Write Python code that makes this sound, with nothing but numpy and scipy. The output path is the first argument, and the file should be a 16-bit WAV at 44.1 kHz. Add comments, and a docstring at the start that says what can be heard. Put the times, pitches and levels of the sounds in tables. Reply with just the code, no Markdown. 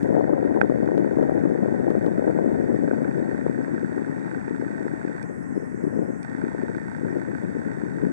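"""Windy camera at an airfield fence.

Wind buffets the left microphone port of a hand-held camera while a jet rushes far off. The sheltered
right port hears the lens motors ring the shell: they step once a picture field, then pause for a second
and whistle. A finger knocks twice, the focus peeps, the electronics whine and hiss. The recorder widens
the stereo, cuts three narrow notches and ticks on hard gusts."""
import sys
import numpy as np
from scipy import signal
from scipy.fft import rfft, irfft, next_fast_len
from scipy.io import wavfile
from scipy.ndimage import uniform_filter1d

SR = 44100
rng = np.random.default_rng(int(sys.argv[2]) if len(sys.argv) > 2 else 0)


def file_out(sig):
    """Save sig as 16-bit WAV at sys.argv[1]."""
    # one column per channel
    cols = np.atleast_2d(sig).T
    # limit, then scale
    lim = np.clip(cols, -1, 1)
    pcm = np.round(lim * 32767).astype(np.int16)
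    wavfile.write(sys.argv[1], SR, pcm)


N = 358091
T = np.arange(N) / SR

# Fader and tone ride of the wind: t/s, level/dB, brightness above 450 Hz/dB
WIND_RIDE = [(0.0, -34, 8), (0.05, -15, -1.5), (0.18, -15, -1.5), (0.5, -17.5, -3.5), (1.0, -16.5, -6.5),
             (1.25, -18.5, 0), (1.5, -15.5, -7), (2.1, -19, -1.5), (2.4, -17, -3), (2.75, -18, -8.5),
             (2.95, -19, -7.5), (3.3, -21.5, -8), (3.6, -21, -11), (3.9, -23.5, -11), (4.36, -23.5, -27),
             (4.43, -36, -10), (4.5, -25.5, -35), (4.86, -24, -8.5), (5.1, -25.5, -23), (5.43, -26.5, -32),
             (5.57, -23, -11), (5.67, -29, -32), (5.87, -22, -4), (5.91, -28, -7), (6.0, -13.5, -17),
             (6.22, -36.5, -7), (6.44, -21, -37), (6.5, -28, -16), (6.64, -22.5, -11), (6.93, -31.5, -27),
             (7.0, -20, -44), (7.17, -22.5, -8), (7.3, -23, -34), (7.6, -24.5, -23), (7.95, -21, -31),
             (8.04, -16, -28), (8.12, -25, -18)]
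# Body of the eddies: f/Hz, level/dB
EDDY_EQ = [(60, -47.5), (110, -13), (170, -4.5), (280, 2), (400, -0.5), (550, -2.5), (750, -10),
           (1000, -22), (1400, -51), (2000, -40)]
# Low bed under the eddies: f/Hz, level/dB
RUMBLE_EQ = [(20, -44.5), (32, -28), (50, -28), (80, -11.5), (130, -3), (190, 1), (280, -1), (400, -19)]
STRONG_WIND_DB, FLUTTER_DB, FLUTTER_HZ, BRIGHT_FLICKER_DB = -18, 1.5, 32.4, 2


def wind(eddies_per_s, clump_db, rumble_db):
    """Eddies of uneven size cross a port in clumps, over a smooth rumble that follows their force."""
    level_db, bright_db = in_time(WIND_RIDE)
    bright_db = bright_db + BRIGHT_FLICKER_DB * drift(9)
    eddies = (rng.random(N) < eddies_per_s / SR) * rng.standard_normal(N)
    clumps = np.minimum(drift(65) + 0.84 * drift(18), 1.3)
    flow = colour(eddies * amp(clump_db * clumps + FLUTTER_DB * drift(FLUTTER_HZ)), EDDY_EQ)
    body = signal.sosfiltfilt(signal.butter(2, 450, fs=SR, output="sos"), flow)
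    force_db = uniform_filter1d(level_db, size=SR // 2) - STRONG_WIND_DB
    rumble = colour(rng.standard_normal(N), RUMBLE_EQ)
    rumble *= amp(STRONG_WIND_DB + 0.55 * force_db + rumble_db)
    return amp(level_db) * (body + amp(bright_db) * (flow - body)) + rumble


# Hard puffs, the accents of the wind: crest t/s, level/dB, f/Hz, snap relative to the puff/dB
PUFF_HITS = [(0.032, -3.5, 266, -26), (0.103, -8, 470, -14), (0.152, -2, 485, -25), (0.167, -8.5, 443, 0.5),
             (0.178, -7, 450, -8), (0.198, -2, 370, -15), (0.21, -7.5, 370, -1), (0.242, -5, 450, -15),
             (0.295, -7.5, 426, -3.5), (0.335, -2.5, 367, -20), (0.451, -2, 346, -17),
             (0.51, -10.5, 340, -3), (0.55, -8, 370, -17), (0.564, -4, 338, -6), (0.573, -14, 360, 5),
             (0.633, -1.5, 390, -20), (0.647, -6, 304, -5), (0.722, -4, 460, -19), (0.786, -11, 340, -9),
             (0.803, -5.0, 340, -18), (0.875, -7.5, 295, -14), (0.889, -9, 400, -3), (0.919, -5.5, 368, -7),
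             (0.95, -7.0, 300, -10), (0.979, -3.5, 403, -8), (1.047, -7, 400, -15), (1.063, -6.5, 346, -23),
             (1.172, -0.5, 306, -27), (1.187, -6.5, 456, -10), (1.213, -3.5, 320, -17),
             (1.229, -2, 425, -16), (1.238, -7, 310, -7), (1.321, -4.5, 287, -26), (1.381, -6, 352, -28),
             (1.438, -4, 307, -11), (1.501, -5.5, 356, -19), (1.521, -4, 308, -18), (1.588, -11, 383, -22),
             (1.616, -15, 350, -17), (1.66, -6, 436, -15), (1.685, -8, 352, -8), (1.725, -5, 280, -11),
             (1.742, -11.5, 440, -8), (1.8, -6.0, 360, -14), (1.869, -3, 417, -24), (1.905, -2.5, 340, -16),
             (1.953, -4, 410, -12), (1.972, -8, 352, -21), (1.984, -7, 303, -23), (2.065, -2, 354, -14),
             (2.083, -7, 270, -13), (2.184, -3.5, 294, -23), (2.195, -4.5, 426, -13), (2.224, -8, 420, -10),
             (2.281, -4.5, 398, -9), (2.305, -12, 328, -19), (2.35, -8, 340, -17), (2.389, -7, 424, -1.5),
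             (2.446, -5, 377, -21), (2.465, -9, 340, -18), (2.517, -7.5, 333, -20), (2.642, -7.5, 365, -24),
             (2.702, -6.5, 302, -26), (2.746, -7, 314, -23), (2.886, -8, 400, -21), (2.914, -4, 393, -14),
             (2.935, -11, 265, -1.5), (3.053, -8.5, 320, -24), (3.092, -9.5, 265, -20),
             (3.183, -7.5, 337, -13), (3.202, -10, 423, -18), (3.225, -9.5, 310, -21),
             (3.292, -9.5, 340, -17), (3.347, -9, 320, -17), (3.465, -2.5, 390, -11),
             (3.498, -2.5, 315, -21), (3.589, -9, 300, -14), (3.743, -9.5, 270, -19), (3.833, -9, 350, -27),
             (3.847, -9.5, 242, -24), (3.979, -9, 336, -15), (4.021, -9.5, 320, -17),
             (4.097, -11, 282, -23), (4.373, -12, 316, -26), (4.481, -11.5, 340, -28), (4.51, -8, 298, -19),
             (4.599, -9.5, 286, -25), (4.625, -10, 378, -18), (4.666, -10.5, 265, -18),
             (4.809, -14, 330, -20), (4.855, -9, 305, -24), (4.866, -10.5, 366, -13),
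             (5.051, -7.5, 310, -13), (5.097, -13.5, 370, -28), (5.153, -15, 314, -17),
             (5.525, -13, 243, -23), (5.568, -11, 327, -23), (5.578, -6.5, 340, -34),
             (5.746, -12.5, 300, -23), (5.841, -5, 265, -23), (5.85, -14, 332, -11), (5.87, -8, 240, -20),
             (5.879, -9.5, 332, -23), (5.965, -10, 355, -22), (5.993, -4.5, 310, -13),
             (6.103, -12, 309, -21), (6.351, -13, 266, -22), (6.39, -14.5, 274, -23),
             (6.441, -5.5, 288, -29), (6.47, -11.5, 312, -23), (6.549, -11.5, 410, -20),
             (6.591, -11, 294, -15), (6.636, -7, 310, -35), (6.77, -11, 264, -23), (7.035, -10, 292, -26),
             (7.049, -10, 272, -21), (7.107, -12.5, 264, -26), (7.129, -12, 298, -17),
             (7.171, -8, 322, -21), (7.435, -13, 294, -11), (7.569, -10.5, 365, -26),
             (7.678, -16, 282, -26), (7.837, -8.5, 288, -18), (8.037, -3.5, 315, -28),
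             (8.048, -11, 282, -22)]


def puffs(cycles=3.17, snap_hz=730):
    """Each hard puff pushes the membrane either way; a shorter snap rides on its crest."""
    out = np.zeros(N)
    for (s, db, hz, snap_db), (phase, way) in zip(PUFF_HITS, rng.random((len(PUFF_HITS), 2)) - .5):
        thump = amp(db) * swing(hz, cycles, phase)
        snap = amp(db + snap_db) * swing(snap_hz, cycles, phase)
        for part in thump, snap:
            at = int(s * SR) - len(part) // 2
            out[at:at + len(part)] += np.sign(way) * part
    return out


def swing(hz, cycles, phase):
    """One sharp swing of the membrane with a small swing on both sides."""
    size = int(cycles / hz * SR)
    return np.hanning(size) ** 2 * np.cos(2 * np.pi * hz * (T[:size] - T[size // 2]) + phase)


def puff_ducking(depth=0.45, span_s=0.0071):
    """Gain that ducks the flow where it bunches into a hard puff."""
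    crests = clicks([s for s, *_ in PUFF_HITS], 1)
    dips = signal.fftconvolve(crests, np.hanning(int(span_s * SR)), "same")
    return 1 - np.clip(depth * dips, 0, .9)


# Resonances of the camera shell: f/Hz, t60/s, light step/dB, heavy step/dB, knock/dB, hum/dB,
# hum change in the pause/dB
SHELL_MODES = [(693, 0.026, -55, -32.5, 0, -57.5, -10), (902, 0.026, -56.5, -28.5, 7, -54.5, -15),
               (1053, 0.06, -72, -44.5, -30, -67, 11.5), (1418, 0.024, -56, -51, -30, -52.5, 0.5),
               (1544, 0.023, -40.5, -26, 12, -46.5, -2.5), (1844, 0.014, -31, -30.5, 4.5, -43, -2),
               (2390, 0.037, -58.5, -50, -3.5, -73.5, -13), (3770, 0.0043, -42.5, -47, -26, -65, -27),
               (4656, 0.0072, -55.5, -51.5, -53, -71, -10), (5760, 0.0083, -55, -60.5, -43, -87.5, -10),
               (7200, 0.0014, -56.5, -57.5, -40, -86, 2), (8100, 0.0046, -49, -51, -54, -93, 1)]
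# Force of the steps, one list before the pause and one after: t/s, level/dB
STEP_RIDES = [
    [(0.0, -2), (5.22, 0)],
    [(6.26, 1), (8.12, -2)],
]
# Bright snaps as the stepping stops and starts: t/s, level/dB
CLUTCH_SNAPS = [(5.228, -37.5), (6.23, -37.5), (6.246, -47)]
FIELD_HZ, FIRST_STEP_S, GEAR_PLAY_S = 60 / 1.001, .0072, .0006
LIGHT_SPREAD_DB, HEAVY_SPREAD_DB, TONE_SPREAD_DB = 2.2, 3.4, 1.8
PAUSE_START_S, PAUSE_END_S = 5.235, 6.24
PAUSED = (T > PAUSE_START_S) & (T < PAUSE_END_S)


def camera_shell():
    """Motor steps, heavy and light in turn, ring the shell, as do motor hum, clutch and finger."""
    steps = np.arange(FIRST_STEP_S, N / SR - .01, 1 / FIELD_HZ)
    count = len(steps)
    heavy = np.arange(count) % 2 == 0
    running = (steps < PAUSE_START_S) | (steps > PAUSE_END_S)
    force_db = np.interp(steps, *np.transpose(STEP_RIDES[0] + STEP_RIDES[1]))
    force_db += np.where(heavy, HEAVY_SPREAD_DB, LIGHT_SPREAD_DB) * rng.uniform(-1.46, 1, count)
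    force = amp(force_db) * running * rng.choice([-1, 1], count)
    landing_s = .002 + GEAR_PLAY_S * (rng.random(count) - .5)
    clutch_s, clutch_db = np.transpose(CLUTCH_SNAPS)
    clutch = clicks(clutch_s, amp(clutch_db))
    finger = finger_knocks()
    out = np.zeros(N)
    for hz, t60, light_db, heavy_db, knock_db, hum_db, pause_db in SHELL_MODES:
        mode_db = np.where(heavy, heavy_db, light_db) + TONE_SPREAD_DB * rng.standard_normal(count)
        # a heavy step hits the low modes together, a little late; all else rattles
        late_s = np.where(heavy & (hz < 1700), landing_s, rng.uniform(0, .0011, count))
        blows = clicks(steps + late_s, force * amp(mode_db)) + clutch * (hz > 2000)
        hum = amp(hum_db + pause_db * PAUSED) * unit(ring(rng.standard_normal(N), hz, t60))
        knock = amp(knock_db) * ring(finger, hz, t60=min(t60, .009))   # the finger damps the shell
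        # soft contacts carry little above each mode
        out += band(ring(blows, hz, t60) + hum + knock, "low", 1.207 * hz)
    return band(out, "high", 510)


# Handling knocks: t/s, level/dB, hardness as low-pass f/Hz
FINGER_HITS = [(0.6141, -10.8, 8000), (2.911, -26, 2000)]


def finger_knocks(bounce_s=.0012, bounce_db=-5.5):
    """Force of a finger that strikes the shell and bounces once, softly."""
    out = np.zeros(N)
    for s, db, top_hz in FINGER_HITS:
        bounce = band(clicks([s + bounce_s], amp(db + bounce_db)), "low", 2600)
        out += band(clicks([s], amp(db)) + bounce, "low", top_hz)
    return out


# Pitch bends of the whistle: arrival t/s, aim f/Hz, hold/s
WHISTLE_BENDS = [(5.272, 7340, 0.0053), (5.318, 4200, .008), (5.347, 4900, .02), (5.374, 4700, 0.045),
                 (5.488, 8630, 0.0032), (5.606, 6500, 0.0033), (5.67, 4250, .012), (5.703, 4650, .03),
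                 (5.783, 7670, 0.0054), (5.855, 4650, 0.058), (5.92, 5940, 0.0074), (5.988, 7200, 0.0045),
                 (6.085, 6550, 0.04), (6.13, 6100, .03), (6.2, 8800, .035)]
REST_HZ, GLIDE_HZ_PER_S = 5280, 62000


def whistle_pitch():
    """From its rest the motor glides at one speed to each aim, holds, and glides back."""
    hz = np.full(N, float(REST_HZ))
    for s, aim_hz, hold_s in WHISTLE_BENDS:
        away_s = np.maximum(np.maximum(s - T, T - s - hold_s), 0)
        reach_hz = np.maximum(abs(aim_hz - REST_HZ) - GLIDE_HZ_PER_S * away_s, 0)
        hz = np.where(reach_hz > abs(hz - REST_HZ), REST_HZ + np.sign(aim_hz - REST_HZ) * reach_hz, hz)
    return hz


def motor_whistle(rest_db=-66.5, db_per_khz=1.8, octave_db=1.5, air_db=-19):
    """In the pause the free-running motor sings at a rate that moves in stairs; faster is louder."""
    hz = whistle_pitch()
    stairs_hz = hz[np.arange(N) // 350 * 350]
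    # scratchier while it glides or crawls
    scratch = .045 * np.clip(abs(np.gradient(hz)) * SR / 30000, np.where(hz < REST_HZ, .7, .3), 1)
    phase = 2 * np.pi * np.cumsum(stairs_hz * (1 + scratch * drift(300))) / SR
    gate = uniform_filter1d(1. * PAUSED, size=200)
    level = gate * amp(rest_db + db_per_khz * (hz - REST_HZ) / 1000 + 2.5 * drift(40))
    slow = uniform_filter1d(np.clip((5400 - stairs_hz) / 100, 0, 1), size=200)
    song = level * (np.sin(phase) + slow * amp(octave_db) * np.sin(2 * phase))
    air = amp(air_db) * level * (np.sin(2 * phase) + np.sin(3 * phase))
    # the shell passes two bands
    song = band(band(song, "high", 5150, order=8), "low", 10350, order=10)
    return song + band(air, "high", 14200, order=12)


# Focus peeps: centre t/s, rung of the pitch ladder
PEEP_CUES = [(0.216, 9), (1.4, 12), (1.51, 12), (2.63, 12), (2.65, 10), (2.752, 11), (2.772, 13),
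             (2.84, 12), (2.938, 11), (2.955, 10), (2.985, 14), (3.15, 13), (3.172, 11), (3.235, 8),
             (3.252, 9), (3.32, 9), (3.37, 8), (3.405, 8), (3.62, 13), (3.638, 11), (3.687, 9), (4.17, 8),
             (4.205, 8), (4.24, 8), (4.272, 8), (4.306, 8), (4.372, 12), (4.605, 11), (4.62, 9),
             (4.875, 11), (4.888, 9), (6.975, 11), (7.095, 12), (7.11, 11), (7.157, 12), (7.177, 11),
             (7.508, 10), (7.59, 12), (7.74, 12), (7.862, 13), (7.88, 12), (7.94, 8)]


def focus_peeps(rung_hz=480, level_db=-63.5, spread_db=2, length_s=0.024):
    """The focus motor gives brief, slightly unsteady peeps on a ladder of pitches."""
    out, size = np.zeros(N), int(length_s * SR)
    phase = 2 * np.pi * np.cumsum(rung_hz * (1 + .003 * drift(150))) / SR
    for (s, rung), chance in zip(PEEP_CUES, rng.uniform(-0.9, 1, len(PEEP_CUES))):
        at = int(s * SR) - size // 2
        db = level_db + spread_db * chance + 3.5 * max(10 - rung, 0)   # low rungs are louder
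        out[at:at + size] += amp(db) * np.hanning(size) * np.sin(rung * phase[at:at + size])
    return out


# Slow swell of the jet: t/s, level/dB
JET_RIDE = [(0, -46.5), (2, -45.5), (4, -44), (6, -46.5), (8.12, -44.5)]
# Its distant midrange rush: f/Hz, level/dB
JET_EQ = [(300, -29), (600, -2.5), (900, -2.5), (1200, -12.5), (1900, -13.5), (2400, -24.5), (2800, -29),
          (3500, -44)]


def far_jet():
    """A far jet rushes and wavers, weaker in the right port."""
    level = amp(in_time(JET_RIDE)[0] + 2 * drift(5.7))
    return level * colour(rng.standard_normal((2, N)), JET_EQ) * amp([[0], [-8]])


# Fader ride of the sensor whine: t/s, level/dB
SCAN_RIDE = [(0.0, -74), (1.0, -72), (2.3, -65), (3.9, -62.5), (8.12, -63.5)]
# Thin, steady electronic tones: f/Hz, level/dB, onset t/s
THIN_TONES = [(9000, -78.5, 1.5), (15000, -90.5, 1.5)]
SCAN_HZ = 4.5e6 / 572


def electronics():
    """The sensor scan whine flips its sign every frame, which splits it into a comb; two tones join."""
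    flip = np.clip(40 * np.sin(np.pi * FIELD_HZ / 2 * T), -1, 1)
    whine = amp(in_time(SCAN_RIDE)[0]) * flip * np.sin(2 * np.pi * SCAN_HZ * T)
    return whine + sum(amp(db) * (T > s) * np.sin(2 * np.pi * hz * T) for hz, db, s in THIN_TONES)


# Noise floor: t/s, level/dB
HISS_RIDE = [(0.0, -64), (0.29, -70.5), (1.02, -67.5), (3.0, -67), (8.12, -67)]
# Its airy top: f/Hz, level/dB
HISS_EQ = [(2500, -20), (3500, -13), (4800, -14.5), (5600, -5), (7500, -4), (9000, -6.5), (10500, -14.5),
           (11400, -30), (13800, -39), (15000, -19), (16000, -20)]


def microphone_hiss():
    """Self-noise of the microphone, a little stronger on the left."""
    noise = colour(rng.standard_normal((2, N)), HISS_EQ)
    return amp(in_time(HISS_RIDE)[0]) * noise * amp([[1.5], [-1.5]])


# Sharp ticks on hard gusts: t/s, level/dB, low-treble body relative to the tick/dB
TICK_HITS = [(0.0305, -25.5, 8), (0.074, -41, 9), (0.1937, -36, 8), (0.979, -28, 14), (1.2292, -29, 8),
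             (1.9037, -27, 8), (2.0638, -28.5, 14)]


def gust_ticks():
    """The recorder ticks: a bare click with some body, weaker and inverted on the right."""
    s, db, body_db = np.transpose(TICK_HITS)
    body = band(band(clicks(s, amp(db + body_db)), "low", 3500), "high", 1800)
    return (clicks(s, amp(db)) + body) * amp([[0], [-11]]) * [[1], [-1]]


def amp(db):
    """dB to gain."""
    return 10 ** (np.asarray(db) / 20)


def unit(x):
    """Scale to rms 1."""
    return x / np.sqrt(np.mean(x ** 2) + 1e-20)


def in_time(rows):
    """Table columns as curves over all samples."""
    s, *columns = np.transpose(rows)
    return [np.interp(T, s, c) for c in columns]


def colour(x, eq):
    """Shape a flat signal with an EQ curve; rms 1."""
    hz, db = np.transpose(eq)
    size = next_fast_len(N)
    grid_hz = np.fft.rfftfreq(size, 1 / SR) + 1
    gain = amp(np.interp(np.log(grid_hz), np.log(hz), db, left=-90, right=-90))
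    return unit(irfft(rfft(x, size) * gain, size)[..., :N])


def drift(hz):
    """Smooth random modulation up to about hz; rms 1."""
    r = np.exp(-2 * np.pi * hz / SR)
    return unit(signal.lfilter([1], [1, -2 * r, r * r], rng.standard_normal(N + SR))[SR:])


def clicks(times, gains):
    """A train of one-sample clicks."""
    out = np.zeros(N)
    out[(np.asarray(times) * SR).astype(int)] = gains
    return out


def ring(x, hz, t60):
    """Resonator: a unit click sets a sine of height 1 ringing."""
    r, w = amp(-60 / (t60 * SR)), 2 * np.pi * hz / SR
    return signal.lfilter([0, np.sin(w)], [1, -2 * r * np.cos(w), r * r], x + 1e-18)


def band(x, kind, hz, order=2):
    """Butterworth low- or high-pass."""
    return signal.sosfilt(signal.butter(order, hz, kind, fs=SR, output="sos"), x)


def scene():
    """Left port: full wind; right port: machinery and faint wind; jet and hiss in both."""
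    bed = far_jet() + microphone_hiss()
    buffeting = puff_ducking() * wind(eddies_per_s=900, clump_db=1.94, rumble_db=-7.5) + puffs()
    membrane = 0.63 * np.tanh(buffeting / 0.75)   # it stiffens on large swings
    left = band(membrane, "low", 1900, order=4)
    machinery = band(camera_shell() + focus_peeps(), "low", 12000, order=12)
    machinery += motor_whistle() + electronics()
    right = amp(-33) * wind(eddies_per_s=620, clump_db=2.3, rumble_db=6) + machinery
    leak = amp(-16) * band(machinery, "high", 5500)   # the shrill part crosses the shell
    return np.array([left + leak, right]) + bed


# Narrow cuts in the recorder's EQ: f/Hz, width/Hz
NOTCH_EQ = [(3000, 860), (4000, 540), (5000, 230)]
WIDEN_SHARE, TOP_CUT_HZ = 0.32, 16000


def record(dry):
    """The recorder widens by cross-subtracting lows and mids, notches, cuts bass, ticks and cuts top."""
    wide = dry - WIDEN_SHARE * band(dry[::-1], "low", 3000, order=1)
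    for hz, width_hz in NOTCH_EQ:
        wide = signal.lfilter(*signal.iirnotch(hz, hz / width_hz, SR), wide)
    mix = band(wide, "high", 52, order=3) + gust_ticks()
    return signal.sosfilt(signal.cheby2(20, 70, TOP_CUT_HZ, fs=SR, output="sos"), mix)


dry = scene()
out = record(dry)
file_out(out)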